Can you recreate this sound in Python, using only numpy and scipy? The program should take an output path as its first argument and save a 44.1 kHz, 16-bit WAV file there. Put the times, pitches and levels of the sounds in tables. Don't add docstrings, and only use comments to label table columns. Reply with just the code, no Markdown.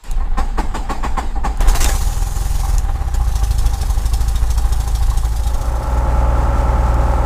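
import sys
import numpy as np
from scipy import signal
from scipy.fft import rfft, irfft, next_fast_len
from scipy.io import wavfile
from scipy.ndimage import uniform_filter1d, map_coordinates

SR = 44100
rng = np.random.default_rng(int(sys.argv[2]) if len(sys.argv) > 2 else 0)


def dump_mix(stems):
    frames = np.atleast_2d(stems).T
    limited = np.clip(frames, -1, 1)
    pcm = np.round(limited * 32767).astype(np.int16)
    wavfile.write(sys.argv[1], SR, pcm)


N = 319801
T = np.arange(N) / SR

CRANK_SPEED = [(1.6, 13.38), (1.98, 15.54), (2.15, 20.67), (2.69, 21.59), (2.9, 17.65), (3.34, 13.04),
               (3.69, 13.22), (3.87, 11.9), (4.09, 13.5), (5.24, 13.39), (5.35, 13.79)]
COMPRESSIONS = [(0.196, -32.5, -34), (.369, -21, -21), (0.572, -18, -21.5), (0.737, -20.5, -25),
                (.888, -19, -21.5), (1.027, -21.5, -21), (1.166, -21, -21), (1.346, -28.5, -35.5),
                (1.435, -19, -22.5)]
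FIRST_FIRINGS = [(1.603, -31.5, -27), (1.675, -24.5, -26), (1.747, -23, -20.5), (1.804, -20.5, -30),
                 (1.845, -30, -23), (1.884, -31, -25.5)]
STRAY_KNOCKS = [(2.631, -29.5), (3.196, -33.5), (5.114, -31.5)]
TRIM_THROWS = [(3.14, -24, 7530), (3.3538, -22.5, 6060), (3.4335, -22.5, 6070), (3.5084, -25.5, 4200),
               (3.5823, -21, 5230), (3.6586, -23, 3370), (3.734, -25, 6240), (3.812, -22.5, 5460),
               (3.899, -24.5, 6500), (3.9804, -32, 6510), (4.055, -23.5, 5320), (4.134, -19, 5340),
               (4.208, -27.5, 5950), (4.2805, -22, 6500), (4.3557, -22.5, 3740), (4.503, -22, 6370),
               (4.5765, -22.5, 7820), (4.7225, -22.5, 6800), (4.8025, -24, 7570), (4.8753, -22.5, 6400),
               (4.9501, -22.5, 5550), (5.026, -27.5, 3780), (5.099, -26.5, 3940), (5.1726, -22.5, 6510),
               (5.247, -29, 6800), (5.3612, -26, 4850), (5.433, -26.5, 3740), (5.4682, -25, 3740),
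               (5.5418, -28, 6520), (5.612, -30, 6520), (5.654, -32, 5320), (5.753, -36, 6500),
               (5.828, -33, 5320), (5.975, -34, 6500)]
COCKPIT_CLICKS = [(.039, -35), (.113, -24), (1.573, -32), (1.606, -23), (2.7825, -16.5), (6.943, -28)]
CLIP_MODES_HZ = [3300, 3650, 3730, 4380, 5320, 5540, 6500, 7410, 8530]

# crank order, level/dB
SHAFT_ORDERS = [(2, -1), (3, 5.5), (4, -8), (5, -13), (6, -5.5), (10, -18), (12, -19), (13.5, -21)]
CAM_GEAR_ORDERS = [(1.5, -7), (27, -14.5), (28.5, -17.5), (31, -22), (39.5, -15), (41.5, -16),
                   (43.5, -13.5), (55, -23), (67, -17.5), (68, -21)]

# f/Hz, width/Hz, level/dB
STARTER_MOUNT_MODES = [(200, 80, 0), (440, 130, -6), (780, 85, 4), (903, 130, -2)]
PINION_MODES = [(920, 105, 2.5), (1120, 95, 2.5), (1380, 150, -7.5), (1815, 230, -7.5), (2440, 360, -15)]
ENGINE_MOUNT_MODES = [(817, 61, 5), (1105, 77, 3.5)]
FIREWALL_PANEL_MODES = [(566, 70, 1), (830, 90, 0.5)]

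# f/Hz, level/dB
BOOM_SPECTRUM = [(13, -40), (25, -5.5), (42, -1.5), (55, 3.5), (68, -2), (85, -13), (110, -12), (135, -19),
                 (170, -60)]
HISS_SPECTRUM = [(1400, 2), (2500, -4.5), (3800, -6.5), (4900, -5.5), (5750, -12), (7300, -5.5),
                 (8300, -7.5), (9800, -18), (15500, -22.5)]
JOLT_SPECTRUM = [(700, -4.5), (1900, 0.5), (3500, -3), (7800, 1.5), (9500, -4), (15500, -8.5)]
BARK_SPECTRUM = [(150, 0), (800, 3), (1900, -8), (3000, -9), (7000, -37)]
VALVE_GEAR_SPECTRUM = [(90, -2.5), (200, -7), (450, -8), (700, -11), (790, 3), (885, -7.5), (1080, -7),
                       (1350, -13), (1900, -15), (2300, -23), (4000, -26.5), (6600, -56)]
FIREWALL_SPECTRUM = [(80, -20), (140, -1.5), (240, -6.5), (360, -6.5), (450, -11.5), (670, -8.5),
                     (845, -1.5), (1020, -10), (1310, -9), (1450, -15), (2200, -25), (9000, -69)]
TRIM_SPECTRUM = [(1300, -24), (2400, 0.5), (3500, 2.5), (6400, 6), (10500, 3.5), (15500, -4)]
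AIR_SPECTRUM = [(2200, -1.5), (3900, -6.5), (8000, -5.5), (9000, -10.5), (15500, -18)]
ROCKING_SPECTRUM = [(8, -17), (14, 3), (28, 2.5), (58, -9.5), (85, -20.5), (200, -29.5), (400, -74)]

KEY_S, CATCH_S, THROTTLE_BACK_S = 0.036, 1.53, 2.68


def starter():
    mesh_hz, backlash_s, full_load_db = 280, 0.057, -21
    tooth_count = np.floor(np.cumsum(mesh_hz * (1 + 0.08 * wobble(70))) / SR)
    teeth = np.diff(tooth_count, prepend=0)
    hammering = lambda rough: unit(teeth * amp(noise())) + rough * noise()
    growl = muffled(ring(hammering(rough=1.6), STARTER_MOUNT_MODES), corner_hz=4100)
    clatter = muffled(ring(hammering(rough=0.35), PINION_MODES), corner_hz=5000)
    load, bite, puffs, chug = np.zeros((4, N))
    for onset_s, growl_db, clatter_db in COMPRESSIONS:
        age_s = T - onset_s
        rebound = amp(-11) * swell(age_s - backlash_s, 0.013, 0.47)
        load += amp(growl_db) * (swell(age_s, 0.021, 3.1) + rebound)
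        bite += amp(clatter_db) * swell(age_s, 0.015, 1.28)
        puff_db = -30.5 + 4.1 * min(growl_db - full_load_db, 0)
        puffs += amp(puff_db) * (0.83 * swell(age_s, 0.021, 3.4) + 0.29 * swell(age_s, 0.047, 0.89))
        chug += amp(-19) * thump(onset_s, hz=53.2, rise_s=0.03)
    spin_up = amp(-41) * swell(T - KEY_S, 0.024, 0.46)
    hiss = coloured(jangle(noise(), depth_db=3.1), HISS_SPECTRUM)
    return chug + load * growl + bite * clatter + (puffs + spin_up + amp(-53.5)) * hiss


def starter_groan():
    phase = 2 * np.pi * np.cumsum(110 * (1 + 0.071 * wobble(16))) / SR
    level = amp(-42.5 + 3.5 * wobble(20)) * ramp(0.38, 0.49) * (1 - ramp(1.92, 2.1))
    return level * (np.sin(phase) + np.sin(2 * phase))


def engine_catch():
    jolts, barks, thumps = np.zeros((3, N))
    for onset_s, rattle_db, bark_db in FIRST_FIRINGS:
        jolts += amp(rattle_db) * swell(T - onset_s, 0.01, 0.52)
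        barks += amp(bark_db) * swell(T - onset_s, 0.0067, 0.67)
        thumps += amp(-11) * thump(onset_s, hz=41, rise_s=0.016)
    buzz = amp(-45) * ramp(1.63, 1.68) * (1 - ramp(1.8, 2.5))
    overrun = swell(T - 1.75, 0.23, 0.44) * (1 - ramp(2.56, 3.2))
    whirr = amp(-40) * overrun * ring(noise(), [(6800, 650, 0)])
    crack = amp(-10.5) * swell(T - 1.8435, 0.0006, 0.4) * coloured(noise(), JOLT_SPECTRUM)
    rattle = (jolts + buzz) * coloured(jangle(grains(12000), depth_db=5), JOLT_SPECTRUM)
    return rattle + barks * coloured(grains(1500), BARK_SPECTRUM) + thumps + whirr + crack


def slow_idle(crank_hz, turns):
    orders = np.zeros(N)
    for k in range(1, 13):
        scatter = 0.4 if k == 4 else 1
        lag_rad = 0.33 * scatter * wobble(6)
        waver_db = 2 * scatter * wobble(8)
        order_db = along(BOOM_SPECTRUM, k * crank_hz) - 7 * (k % 2) + waver_db
        orders += amp(order_db) * np.cos(2 * np.pi * k * (turns - 0.112) + lag_rad)
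    running = ramp(1.55, 1.62)
    boom = unit(orders) * amp(-16 + 4 * flare() - 3.2 * surge()) * running
    beat = amp(2 * np.cos(2 * np.pi * (turns - 0.185)) + wobble(25.65))
    cranking = (1 - running) * ramp(KEY_S, 0.15)
    valve_level = cranking * amp(-39) + running * amp(-33.5 + 8 * surge())
    return boom + valve_level * coloured(grains(4000) * beat, VALVE_GEAR_SPECTRUM)


def fast_idle(crank_hz=19.75):
    turns = np.cumsum(crank_hz * (1 + 0.00178 * wobble(4))) / SR
    tones = sum(amp(db + 0.81 * wobble(5.7)) * np.cos(2 * np.pi * (k * turns + rng.random()))
                for k, db in SHAFT_ORDERS + CAM_GEAR_ORDERS)
    cycle = unit(irfft(np.exp(2j * np.pi * rng.random(round(SR / crank_hz)))))
    clatter = cycle[(turns / 2 % 1 * len(cycle)).astype(int)] + grains(3000)
    body = amp(-24.5) * coloured(clatter, FIREWALL_SPECTRUM)
    ringing = amp(-35.5) * muffled(ring(clatter, FIREWALL_PANEL_MODES), corner_hz=3500)
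    pulsed_noise = noise() * amp(np.cos(4 * np.pi * turns) + 1.2 * wobble(20))
    air = amp(-41) * coloured(pulsed_noise, AIR_SPECTRUM)
    return amp(-13.5) * unit(tones) + body + ringing + air


def mount_knocks(crank_hz, turns, sway_turns=3):
    knock = lambda age_s: swell(age_s, 0.008, 0.4)
    sway_age_s = (turns - 1.89) % sway_turns / crank_hz
    regular = amp(-35.5) * shudder(crank_hz) * knock(sway_age_s)
    stray = sum(amp(db) * knock(T - onset_s) for onset_s, db in STRAY_KNOCKS)
    return (regular + stray) * muffled(ring(noise(), ENGINE_MOUNT_MODES), corner_hz=3500)


def trim_buzz(crank_hz, turns):
    phase = 2 * np.pi * (turns - 0.177)
    fast = np.clip(crank_hz / 21, 0, 1) ** 4
    pulse_db = 2.84 * (1 - fast) * np.cos(2 * phase) + 2.4 * fast * np.cos(phase)
    shake = shudder(crank_hz)
    drives = amp(-47), amp(-36) * flare(), amp(-26.5) * surge(), amp(-39.3) * shake
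    level = np.sqrt(sum(drive ** 2 for drive in drives)) * amp(pulse_db) * ramp(1.84, 1.906)
    clips = ring(noise(), [(hz, 50, 0) for hz in CLIP_MODES_HZ])
    panels = coloured(jangle(grains(14000), depth_db=3), TRIM_SPECTRUM)
    return level * unit(panels + 0.3 * shake * clips)


def trim_throws(linewidth_hz=50):
    contacts = coloured(jangle(grains(5000), depth_db=4), TRIM_SPECTRUM)
    age_s, out = T[:SR // 10], np.zeros(N)
    for onset_s, db, ring_hz in TRIM_THROWS:
        span = round(onset_s * SR) + np.arange(len(age_s))
        chatter = amp(-9.6) * swell(age_s, 0.004, 0.36) * contacts[span]
        part_hz = np.append(CLIP_MODES_HZ, ring_hz)[:, None]
        part_db = np.append(rng.normal(-23, 4, len(CLIP_MODES_HZ)), -12)
        walk = np.cumsum(rng.standard_normal((len(part_hz), len(age_s))), axis=1)
        drift_rad = walk * np.sqrt(2 * np.pi * linewidth_hz / SR)
        ringing = amp(part_db) @ np.sin(2 * np.pi * part_hz * age_s + drift_rad)
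        out[span] += amp(db) * (chatter + swell(age_s, 0.003, 0.26) * ringing)
    return out


def clicks():
    blows = sum(amp(db) * swell(T - onset_s, 0.00038, 0.67) for onset_s, db in COCKPIT_CLICKS)
    return cabin_echo(blows * coloured(noise(), TRIM_SPECTRUM), t60_s=0.08, wet_db=-5)


def airframe(blend):
    start_db = -19 + 4 * swell(T - KEY_S, 0.14, 5.2) + 7.5 * surge()
    level_db = (1 - blend) * start_db - 31 * blend
    return coloured(noise(), ROCKING_SPECTRUM) * ramp(0, 0.14) * amp(level_db)


def flare():
    return ramp(CATCH_S, CATCH_S + 1) * (1 - ramp(THROTTLE_BACK_S, THROTTLE_BACK_S + 0.21))


def surge():
    return swell(T - CATCH_S, 0.2, 1.55)


def shudder(crank_hz, threshold_hz=14.4):
    return (T > THROTTLE_BACK_S) / (1 + (crank_hz / threshold_hz) ** 20.6)


def thump(onset_s, hz, rise_s):
    return swell(T - onset_s, rise_s, 0.97) * np.sin(2 * np.pi * hz * (T - onset_s))


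def jangle(x, depth_db):
    hz, _, bands = signal.stft(x, SR, nperseg=512)
    patches = rng.standard_normal(bands.shape)
    for size, axis in (2, 0), (9, 1), (4, 1):
        patches = uniform_filter1d(patches, size=size, axis=axis)
    band_depth_db = depth_db / (1 + (hz[:, None] / 9000) ** 4)
    return signal.istft(bands * amp(band_depth_db * unit(patches)), nperseg=512)[1][:N]


def muffled(x, corner_hz):
    return unit(filtered(x, lambda hz: 1 / (1 + 1j * hz / corner_hz) ** 3))


def cabin_echo(x, t60_s, wet_db):
    age_s = T[:SR // 3]
    tail = rng.standard_normal(len(age_s)) * amp(-60 * age_s / t60_s)
    wet = signal.fftconvolve(x, tail / np.linalg.norm(tail))[:N]
    return (x + amp(wet_db) * wet) / np.hypot(1, amp(wet_db))


def amp(db):
    return 10 ** (np.asarray(db) / 20)


def unit(x):
    return x / np.sqrt(np.mean(x ** 2) + 1e-20)


def along(spectrum, hz):
    knot_hz, db = np.transpose(spectrum)
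    return np.interp(np.log(hz + 1), np.log(knot_hz + 1), db)


def ramp(start_s, end_s):
    return np.sin(np.pi / 2 * np.clip((T - start_s) / (end_s - start_s), 0, 1)) ** 2


def swell(age_s, rise_s, shape):
    u = np.maximum(age_s, 0) / rise_s
    return (u * np.exp(1 - u)) ** shape


def wobble(rate_hz):
    grid_s = np.linspace(0, T[-1], int(10 * rate_hz * T[-1]))
    knots = rng.standard_normal(int(N * rate_hz / SR) + 4)
    return np.interp(T, grid_s, map_coordinates(knots, [grid_s * rate_hz]))


def noise():
    return rng.standard_normal(N)


def grains(rate_hz):
    return unit(noise() * (rng.random(N) < rate_hz / SR))


def filtered(x, response):
    size = next_fast_len(N + SR // 2)
    return irfft(rfft(x, size) * response(np.fft.rfftfreq(size, 1 / SR)), size)[:N]


def coloured(x, spectrum):
    return unit(filtered(x, lambda hz: amp(along(spectrum, hz))))


def ring(x, modes):
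    def response(hz):
        return sum((-1) ** k * amp(db) * 1j * hz * width_hz / (mode_hz**2 - hz**2 + 1j * hz * width_hz)
                   for k, (mode_hz, width_hz, db) in enumerate(modes))
    return unit(filtered(x, response))


def scene():
    crank_hz = np.interp(T, *np.transpose(CRANK_SPEED))
    turns = np.cumsum(crank_hz) / SR
    turns -= np.interp(1.598, T, turns)
    blend = ramp(5.054, 6.41)
    start = starter() + starter_groan() + engine_catch()
    start += slow_idle(crank_hz, turns) + mount_knocks(crank_hz, turns)
    rattle = (1 - ramp(5.3, 6.45)) * trim_buzz(crank_hz, turns) + trim_throws()
    return ((1 - blend) * start + rattle + blend * fast_idle() + airframe(blend) + clicks())[None]


def record(dry):
    ceiling, top_hz = 0.92, 15500
    rounded = dry[0] / (1 + np.abs(dry[0] / ceiling) ** 10) ** (1 / 10)
    return filtered(rounded, lambda hz: hz < top_hz)[None]


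dry = scene()
out = record(dry)
dump_mix(out)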